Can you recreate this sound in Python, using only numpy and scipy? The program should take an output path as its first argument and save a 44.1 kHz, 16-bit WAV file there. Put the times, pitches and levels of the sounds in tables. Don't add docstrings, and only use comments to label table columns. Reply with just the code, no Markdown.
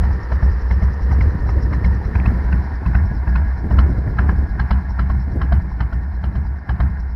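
import sys
import numpy as np
from scipy import signal
from scipy.fft import rfft, irfft, next_fast_len
from scipy.io import wavfile
from scipy.ndimage import uniform_filter1d

SR = 44100
rng = np.random.default_rng(int(sys.argv[2]) if len(sys.argv) > 2 else 0)


def put_to_file(sound):
    columns = np.atleast_2d(sound).T
    safe = np.clip(columns, -1, 1)
    whole_steps = np.round(safe * 32767)
    wavfile.write(sys.argv[1], SR, whole_steps.astype(np.int16))


N = 315315
TIME = np.arange(N) / SR

# start_s, boom_db, boom_start_hz, valve_open_s,
# crack_db, edge_db, low_bark_hz, low_bark_db, high_bark_hz, high_bark_db
FIRINGS = [(-0.042, 2.5, 52.3, 0.07, -33, -49.5, 980, -40.5, 1217, -46.0),
           (0.0329, 1.0, 54.6, 0.092, -30.5, -49.5, 680, -39.0, 1367, -38),
           (0.3161, 0, 57.9, 0.069, -29.5, -43.0, 630, -29, 990, -32),
           (0.4237, 3.0, 52.8, 0.082, -32, -51.0, 650, -33.0, 1744, -35),
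           (0.7065, 2, 56, 0.085, -30, -39.5, 926, -38, 1744, -39.0),
           (0.8186, 2, 51.8, 0.071, -32.5, -45, 668, -36, 980, -43),
           (1.1106, 1, 57.5, 0.085, -28.5, -59, 950, -39, 1227, -40),
           (1.2063, 2.0, 56, 0.09, -31.5, -36.0, 1012, -39.0, 1346, -42),
           (1.4877, -2, 54.8, 0.13, -29.5, -48.5, 969, -45, 1238, -36),
           (1.7277, -0.5, 57, 0.07, -28.5, -41.5, 1244, -36.5, 1590, -34),
           (1.8429, 1.5, 53, 0.079, -33, -36.5, 1034, -37.0, 1453, -39),
           (2.1512, 0, 55, 0.1, -26.5, -42.5, 790, -37, 1570, -37.5),
           (2.256, 3, 50.7, 0.064, -26, -37.5, 700, -40, 1015, -29),
           (2.5234, 0, 54.6, 0.094, -31, -43.5, 1529, -32, 1850, -35),
           (2.8574, 0.0, 51.7, 0.077, -35, -46.5, 678, -45, 1040, -31),
           (2.946, 1, 56, 0.11, -25.5, -47, 1292, -38, 1518, -28.0),
           (3.271, 0.5, 53.4, 0.09, -33, -60.5, 969, -33.5, 1660, -38.5),
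           (3.3542, 0, 54, 0.098, -26.5, -42.5, 1006, -32.5, 1450, -30),
           (3.7063, 0.5, 55.3, 0.096, -30.5, -58.5, 657, -33.5, 958, -32.5),
           (3.7845, 2.5, 53.5, 0.092, -21, -39.5, 1060, -38, 1500, -32),
           (4.1854, -1.5, 58.5, 0.13, -21, -47, 1374, -25, 1634, -23),
           (4.289, -0.5, 52.5, 0.074, -25.0, -52.5, 1046, -28.5, 1660, -28.5),
           (4.594, -2, 55.3, 0.076, -25.5, -45, 820, -32.0, 1624, -23.5),
           (4.7055, 0.5, 50.4, 0.092, -22.5, -39.0, 693, -28.0, 958, -36),
           (4.9896, -2.0, 54, 0.1, -25.5, -44.5, 1350, -29.5, 1640, -28),
           (5.0971, -1, 52, 0.088, -32, -54.5, 650, -36, 1087, -32),
           (5.4132, -2.5, 55.9, 0.12, -24.5, -45.0, 1055, -30, 1367, -38.0),
           (5.521, 2.5, 57.3, 0.074, -25.5, -45, 686, -25, 1450, -44),
           (5.803, -2.5, 54.2, 0.076, -26, -43.5, 870, -31.5, 1790, -33),
           (5.9242, -2.5, 49, 0.081, -37, -55, 660, -40, 1430, -35),
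           (6.2364, -3, 55.4, 0.069, -29.5, -47, 894, -39, 1410, -41),
           (6.352, -3.5, 55.3, 0.081, -33.5, -53, 670, -35, 1650, -40),
           (6.689, -4, 57.7, 0.068, -28, -42, 1095, -33, 1680, -30),
           (6.8, 0.0, 52.7, 0.083, -26.5, -43, 700, -30.5, 1054, -26.5)]
# start_s, boom_db, boom_start_hz, valve_open_s, intake_lag_s, hiss_db
MISFIRES = [(0.1233, 0.5, 55.3, 0.058, 0.012, -55.5), (0.234, -6, 53, 0.11, -0.0, -53.5),
            (0.511, 1, 49.3, 0.082, 0.013, -55.0), (0.6223, 1, 51.5, 0.082, 0.00024, -54.5),
            (0.8983, -2.0, 56.6, 0.111, 0.045, -54.5), (1.0209, 3.5, 54.3, 0.094, 0.01, -55),
            (1.29, -2, 52.6, 0.09, 0.015, -55.5), (1.4006, 2.0, 50.9, 0.093, 0.0054, -56.5),
            (1.6247, 1.5, 54.2, 0.1, 0.0059, -52), (1.919, 0.5, 54.6, 0.082, 0.032, -55.5),
            (2.0559, -2, 49.7, 0.081, 0, -55.5), (2.3383, 0.5, 55, 0.1, 0.0075, -60.5),
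            (2.4455, 2, 53, 0.083, 0, -60), (2.6172, -7, 54.5, 0.133, 0.033, -55.5),
            (2.7353, -4, 52.1, 0.09, 0.021, -57), (3.054, 0.5, 47.2, 0.059, 0.0038, -59.5),
            (3.1448, 0, 50.8, 0.09, 0.021, -56), (3.46, 1, 52.5, 0.1, 0.02, -60),
            (3.573, -4, 53.3, 0.18, 0.016, -56.5), (3.8895, 3.5, 52, 0.051, 0.008, -60.5),
            (3.9754, -0.5, 55, 0.14, 0.012, -59.5), (4.0975, -4.5, 49.4, 0.112, 0.0032, -60.5),
            (4.362, 2.5, 55.2, 0.098, 0.029, -62.5), (4.497, 0, 46.5, 0.078, 0.0014, -58),
            (4.8118, -6, 54.2, 0.12, 0.0015, -61), (4.9062, -1.5, 50.9, 0.086, 0.0032, -56),
            (5.1776, -2.5, 53.6, 0.13, 0.035, -57.5), (5.3032, -2, 50, 0.08, 0.023, -59.5),
            (5.6223, -2.5, 52.7, 0.074, 0, -65), (5.7163, -2.5, 49.8, 0.082, 0.004, -60.5),
            (6.0101, -4, 56.4, 0.13, 0.028, -64.5), (6.1317, -4, 50.9, 0.096, 0.02, -61.0),
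            (6.45, -2.5, 53, 0.11, 0.018, -62.5), (6.5551, -12.5, 56, 0.09, 0.031, -65.0),
            (6.9036, -5.5, 56.3, 0.12, 0.006, -69.5), (6.9966, -3, 53.2, 0.097, 0.007, -61),
            (7.0948, -2, 55.7, 0.067, 0.018, -63)]
# time_s, edge_db, ring_db, burble_db
DIRECTIVITY = [(0, -4.5, -4, -1.5), (1.2, -12, 6.5, -1), (2.3, -8.5, 3, 5.5), (3.7, -1.5, 3, 1.5),
               (4.6, 3, -11, 5.5), (5.8, -0.5, -3, 3.5), (7.15, -4.5, -7, 6)]


def pipes(stroke_s=0.104):
    # glide_hz_per_s, level_db, closing_s, attack_s
    front, rear, unfired = [(165, -11, 0.005, 0.0034), (277, -11, 0.0039, 0.0021),
                            (200, -14.5, 0.011, 0.0011)]
    # pitch_hz, level_db, decay_s
    pipe_modes = [(96, -17, 0.016), (173.4, -27, 0.046), (201.4, -28.5, 0.032)]
    is_rear = np.diff(np.array(FIRINGS)[:, 0], prepend=-1) < 1.5 * stroke_s
    out = np.zeros(N)
    for (s, db, start_hz, open_s, *_), from_rear in zip(FIRINGS, is_rear):
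        span, age = after(s)
        pipe = rear if from_rear else front
        modes = sum((-1) ** k * from_db(mode_db) * np.sin(2 * np.pi * hz * age) * np.exp(-age / decay_s)
                    for k, (hz, mode_db, decay_s) in enumerate(pipe_modes))
        out[span] += from_db(db) * (boom(age, start_hz, open_s, *pipe) + modes)
    for s, db, start_hz, open_s, *_ in MISFIRES:
        span, age = after(s)
        out[span] += from_db(db) * boom(age, start_hz, open_s, *unfired)
    return out


def boom(age, start_hz, open_s, glide_hz_per_s, db, closing_s, attack_s):
    valve = (1 - np.exp(-age / attack_s)) / (1 + np.exp((age - open_s) / closing_s))
    return -from_db(db) * valve * np.sin(2 * np.pi * cycles(age, start_hz, glide_hz_per_s))


def cracks():
    # frequency_hz, density_db
    body_spectrum = [(200, -2), (450, -18), (560, -5), (680, 2.5), (820, 1.5), (1010, 3.5), (1180, -1),
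                     (1370, 2.5), (1490, -0.5), (1630, 1.5), (1850, -4.5), (2050, -4.5), (2350, -14.5),
                     (2800, -20), (4000, -50.5)]
    # frequency_hz, density_db
    edge_spectrum = [(1800, -12), (2500, -3.5), (3000, -2.5), (3500, -1), (4200, 0), (5200, -7),
                     (5700, -25.5), (6300, -41.5), (10000, -46.5)]
    # time_s, pitch_hz
    ring_pitch = [(1.9, 2110), (2.3, 2640), (3.35, 2530), (3.8, 2980), (4.6, 3120)]
    s, _, _, _, body_db, edge_db, low_hz, low_db, high_hz, high_db = np.transpose(FIRINGS)
    peak_s = s + 0.0058
    edge_gain, ring_gain, _ = from_db(in_time(DIRECTIVITY))
    blast = bursts(peak_s, body_db - 3, half_s=0.0045)
    wall_echo = puffs(s + 0.016, body_db - 13, rise_s=0.016, decay_s=0.022)
    tail = puffs(s + 0.085, body_db - 21, rise_s=0.4, decay_s=0.013)
    edge_envelope = bursts(peak_s, edge_db - 0.5, half_s=0.0032)
    edge_envelope += puffs(s + 0.025, edge_db - 18, rise_s=0.013, decay_s=0.014)
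    edge = with_ground(edge_envelope * coloured(edge_spectrum) + mouth_ring(edge_envelope))
    bark = hollow_pops(peak_s, low_db, low_hz, bend_hz=50, half_s=0.0068)
    bark += hollow_pops(peak_s, high_db, high_hz, bend_hz=60, half_s=0.0052)
    ring_hz = np.interp(s, *np.transpose(ring_pitch))
    ring = hollow_pops(peak_s, edge_db + 2, ring_hz, bend_hz=132, half_s=0.004)
    body = (blast + wall_echo + tail) * coloured(body_spectrum)
    return body + edge_gain * edge + bark + ring_gain * ring


def mouth_ring(edge_envelope):
    # pitch_hz, width_hz, level_db
    mouth_modes = [(2790, 80, -7), (3010, 39, -10), (3400, 54, -13), (4060, 69, -11.5), (4350, 64, -11.5),
                   (4920, 90, -17)]
    jet = edge_envelope * rng.standard_normal(N) + 1e-18
    return np.std(jet) * sum(from_db(db) * ringing(jet, hz, width, width) for hz, width, db in mouth_modes)


def with_ground(x, lag_s=0.00098, reflection_db=-8.5):
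    gain = from_db(reflection_db)
    return (x + gain * np.interp(TIME - lag_s, TIME, x)) / np.sqrt(1 + gain ** 2)


def burble(firing_db=-24, misfire_db=-36):
    # frequency_hz, density_db
    flow_spectrum = [(20, -23.5), (40, -3), (75, -2.5), (110, 0.5), (150, -3.5), (175, -4), (195, 0.5),
                     (225, -17), (260, -18), (400, -24), (600, -50), (1200, -68)]
    fired_s, fired_db, *_ = np.transpose(FIRINGS)
    missed_s, missed_db, *_ = np.transpose(MISFIRES)
    *_, place_db = in_time(DIRECTIVITY)
    flow = puffs(fired_s + 0.011, fired_db + firing_db, rise_s=0.017, decay_s=0.076)
    flow += puffs(missed_s + 0.0043, missed_db + misfire_db, rise_s=0.0058, decay_s=0.049)
    return from_db(place_db) * flow * coloured(flow_spectrum)


def engine(beat_depth=0.3, walk_start_s=1.85, walk_length_s=1.06):
    # time_s, clatter_db, rustle_db
    engine_level = [(0.0, -36.5, -59.5), (1.77, -37.5, -61), (2.35, -36.5, -59), (3.11, -40, -63.5),
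                    (3.94, -40, -62.5), (6.63, -45.5, -69.5), (6.81, -42, -66.5), (7.15, -45, -70)]
    clatter_db, rustle_db = in_time(engine_level)
    side = np.clip((TIME - walk_start_s) / walk_length_s, 0, 1)
    draw_s, hiss_db = intake_draws()
    swell = puffs(draw_s, np.zeros(len(draw_s)), rise_s=0.092, decay_s=0.0059)
    beat = 1 + beat_depth * (swell - 0.5)
    cases = from_db(clatter_db - 0.33) * clatter(side)
    hiss = carburettor(draw_s, hiss_db, side)
    machinery = surge() * cases + from_db(rustle_db - 1) * rustle()
    shaking = puffs(draw_s, hiss_db, rise_s=0.036, decay_s=0.018)
    return beat * machinery + hiss + jingle(shaking)


def clatter(side):
    # frequency_hz, density_db
    tank_spectrum = [(260, -2), (450, 4.5), (541, -1), (640, -8), (745, -2), (896, -3), (971, -2.5),
                     (1090, -4), (1320, -3.5), (1450, -5.5), (1810, -1), (2180, -14.5), (3050, -31.5),
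                     (3960, -59), (6710, -120)]
    # frequency_hz, density_db
    side_spectrum = [(260, -66.5), (450, -32.5), (640, -1.5), (769, 2), (1030, -1.5), (1140, -3),
                     (1240, -10.5), (1430, -0.5), (1660, -2), (1840, -4), (1920, -13), (2080, -5),
                     (2270, -14.5), (3050, -38), (3960, -70), (6710, -120)]
    # pitch_hz, width_hz, tank_db, side_db
    case_modes = [(956, 89, -11.5, -11.5), (1657, 26, -24.5, -9), (1823, 64, -11.5, -11.5),
                  (4035, 890, -34, -30.5), (5310, 99, -37, -33.5)]
    out = np.sqrt(1 - side) * coloured(tank_spectrum, rattling(per_s=2400, spread_db=0.5))
    out += np.sqrt(side) * coloured(side_spectrum, rattling(per_s=2400, spread_db=1.5))
    for hz, width, tank_db, side_db in case_modes:
        taps = rattling(per_s=150, spread_db=2.5)
        out += from_db(tank_db + side * (side_db - tank_db)) * ringing(taps, hz, width, width)
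    return out


def surge(kick_db=3.5, wander_db=0.7):
    fired_s = np.array(FIRINGS)[:, 0]
    speed = puffs(fired_s + 0.013, np.zeros(len(fired_s)), rise_s=0.039, decay_s=0.3)
    wander = coloured([(2, -12), (5, 0), (22, 0), (60, -20), (200, -80)])
    return from_db(kick_db * (speed - speed.mean()) + wander_db * wander)


def knocks_and_pops(half_cycles=3.4):
    # peak_s, level_db, pitch_hz
    transients = [(0.071, -40, 890), (0.11, -33.5, 850), (0.202, -38, 1163), (0.41, -37.0, 1020),
                  (0.484, -36.0, 958), (0.657, -36.0, 991), (0.795, -35.5, 947), (0.865, -37.0, 969),
                  (0.886, -36, 1087), (0.997, -34.5, 958), (1.13, -31.5, 790), (1.467, -37, 851),
                  (1.915, -38.0, 915), (2.016, -33.5, 818), (2.2015, -36, 797), (2.676, -33.5, 926),
                  (2.707, -37.0, 926), (2.832, -35, 904), (3.245, -37.5, 930), (4.078, -36, 1830),
                  (4.909, -36, 904), (5.719, -37, 1012), (6.118, -42, 940), (6.453, -38.5, 900),
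                  (6.546, -39, 937), (6.587, -40.5, 1637), (6.707, -29.5, 790), (6.972, -36.5, 1670)]
    s, db, hz = np.transpose(transients)
    return hollow_pops(s, db, hz, bend_hz=150, half_s=half_cycles / hz)


def click():
    # peak_s, level_db, pitch_hz
    snaps = [(2.201, -27, 2230)]
    s, db, hz = np.transpose(snaps)
    return hollow_pops(s, db, hz, bend_hz=350, half_s=0.0008)


def intake_draws(firing_lag_s=0.02):
    # time_s, level_db
    intake_level = [(0, -55.5), (1.5, -52), (2.2, -59), (5, -61), (7.15, -65)]
    fired_s = np.array(FIRINGS)[:, 0] + firing_lag_s
    fired_db = np.interp(fired_s, *np.transpose(intake_level))
    missed_s, *_, lag_s, missed_db = np.transpose(MISFIRES)
    return np.append(fired_s, missed_s + lag_s), np.append(fired_db - 3.5, missed_db - 4)


def carburettor(draw_s, hiss_db, side):
    # frequency_hz, density_db
    tank_spectrum = [(3000, -21), (4100, -7.5), (4500, -12.5), (5050, -3), (5600, 0.5), (5900, 1),
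                     (6300, -10), (6900, -7.5), (7600, -38.5)]
    # frequency_hz, density_db
    side_spectrum = [(3000, -26.5), (3800, -18.5), (4100, -5.5), (4400, -12), (5050, 4), (5330, 2.5),
                     (5550, -6.5), (5850, -8.5), (6200, -25), (6900, -17), (7600, -40.5)]
    air = np.sqrt(1 - side) * coloured(tank_spectrum) + np.sqrt(side) * coloured(side_spectrum)
    return puffs(draw_s, hiss_db, rise_s=0.0099, decay_s=0.006) * air


def rustle():
    # frequency_hz, density_db
    rustle_spectrum = [(2400, -6.5), (3000, -1.5), (3500, -4.5), (4100, -2.5), (4700, 1), (5400, -3),
                       (6100, -12.5), (6900, -12.5), (7600, -29.5), (10500, -14), (15500, -28)]
    return coloured(rustle_spectrum)


def jingle(shaking, level_db=-63):
    # pitch_hz, width_hz, level_db
    part_modes = [(4080, 42, -4), (4320, 45, -7.5), (4850, 45, -4.5), (5030, 45, -4.5), (5340, 45, 0.5),
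                  (5580, 45, -3), (5820, 49, -8.5)]
    out = np.zeros(N)
    for hz, width, db in part_modes:
        taps = shaking * rattling(per_s=130, spread_db=3)
        out += from_db(db) * ringing(taps, hz, width, 400)
    return from_db(level_db) * rms_one(out)


def breeze(gain_db=8.5, lumpy_db=3):
    # time_s, level_db
    gusts = [(0, -39.5), (0.92, -41.5), (1.2, -28.5), (1.35, -33.5), (1.68, -30), (1.8, -34), (2.27, -31),
             (2.8, -40), (3.12, -34.5), (3.54, -42), (3.65, -28.5), (4.42, -30.5), (4.6, -41), (5.24, -46),
             (5.37, -23.5), (5.5, -43), (6.4, -42.5), (7.15, -45)]
    # frequency_hz, density_db
    wind_spectrum = [(12, -23), (30, -2), (80, 8), (160, -4), (300, -10.5), (450, -18), (700, -25),
                     (1500, -67.5)]
    gust_db, = in_time(gusts)
    lumps = coloured([(1, -12), (4, 0), (25, -5), (80, -30), (300, -90)])
    return from_db(gust_db + gain_db + lumpy_db * lumps) * coloured(wind_spectrum)


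def hollow_pops(times, levels_db, pitches_hz, bend_hz, half_s):
    out = np.zeros(N)
    halves = np.broadcast_to(half_s, len(times))
    chances = rng.standard_normal((len(times), 2))
    for s, db, hz, half, (bend, phase) in zip(times, levels_db, pitches_hz, halves, chances):
        span, _ = after(s - 0.1)
        age = TIME[span] - s
        tone = np.sqrt(2) * np.sin(2 * np.pi * (phase + cycles(age, hz, bend * bend_hz / half)))
        out[span] += from_db(db) * np.exp(-(age / half) ** 4) * tone
    return out


def puffs(times, levels_db, rise_s, decay_s):
    power = np.zeros(N)
    for s, db in zip(times, levels_db):
        span, age = after(s - 0.1)
        age = age - 0.1
        power[span] += (from_db(db) * np.exp(np.where(age < 0, age / rise_s, -age / decay_s))) ** 2
    return np.sqrt(power)


def bursts(times, levels_db, half_s):
    out = np.zeros(N)
    for s, db in zip(times, levels_db):
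        span, _ = after(s - 0.1)
        out[span] += from_db(db) * np.exp(-((TIME[span] - s) / half_s) ** 4)
    return out


def rattling(per_s, spread_db):
    impulses = (rng.random(N) < per_s / SR) * rng.choice([-1, 1], N)
    return impulses * from_db(spread_db * rng.standard_normal(N))


def ringing(x, hz, *widths_hz):
    for width_hz in widths_hz:
        r = np.exp(-np.pi * width_hz / SR)
        numerator = np.sqrt((1 - r * r) / 2) * np.array([1, 0, -1])
        x = signal.lfilter(numerator, [1, -2 * r * np.cos(2 * np.pi * hz / SR), r * r], x)
    return rms_one(x)


def coloured(spectrum, source=None):
    source = rng.standard_normal(N) if source is None else source
    hz, db = np.transpose(spectrum)
    size = next_fast_len(N)
    bins_hz = np.maximum(np.fft.rfftfreq(size, 1 / SR), 1)
    gain = from_db(np.interp(np.log(bins_hz), np.log(hz), db))
    return rms_one(irfft(rfft(source, size) * gain, size)[:N])


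def cycles(age, start_hz, glide_hz_per_s):
    return start_hz * age + glide_hz_per_s * age ** 2 / 2


def after(start_s):
    span = slice(max(int(start_s * SR) + 1, 0), int((start_s + 0.5) * SR))
    return span, np.maximum(TIME[span] - start_s, 0)


def in_time(rows):
    s, *columns = np.transpose(rows)
    return [np.interp(TIME, s, column) for column in columns]


def from_db(db):
    return 10 ** (np.asarray(db) / 20)


def rms_one(x):
    return x / np.sqrt(np.mean(x ** 2) + 1e-20)


def scene():
    exhaust = pipes() + burble() + cracks()
    return (exhaust + engine() + knocks_and_pops() + click() + breeze())[None]


def record(dry, sizzle_db=-55, low_cut_hz=10, stopband_hz=16500):
    # frequency_hz, density_db
    sizzle_spectrum = [(3000, -24.5), (6500, -17), (7600, -17.5), (8400, 3), (11000, -1), (15500, 1)]
    envelope = np.sqrt(np.abs(uniform_filter1d(dry ** 2, size=900, axis=-1)))
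    sound = dry + from_db(sizzle_db) * envelope * coloured(sizzle_spectrum)
    sound = signal.sosfilt(signal.butter(1, low_cut_hz, "high", fs=SR, output="sos"), sound)
    return signal.sosfilt(signal.cheby2(14, 70, stopband_hz, fs=SR, output="sos"), sound)


dry = scene()
out = record(dry)
put_to_file(out)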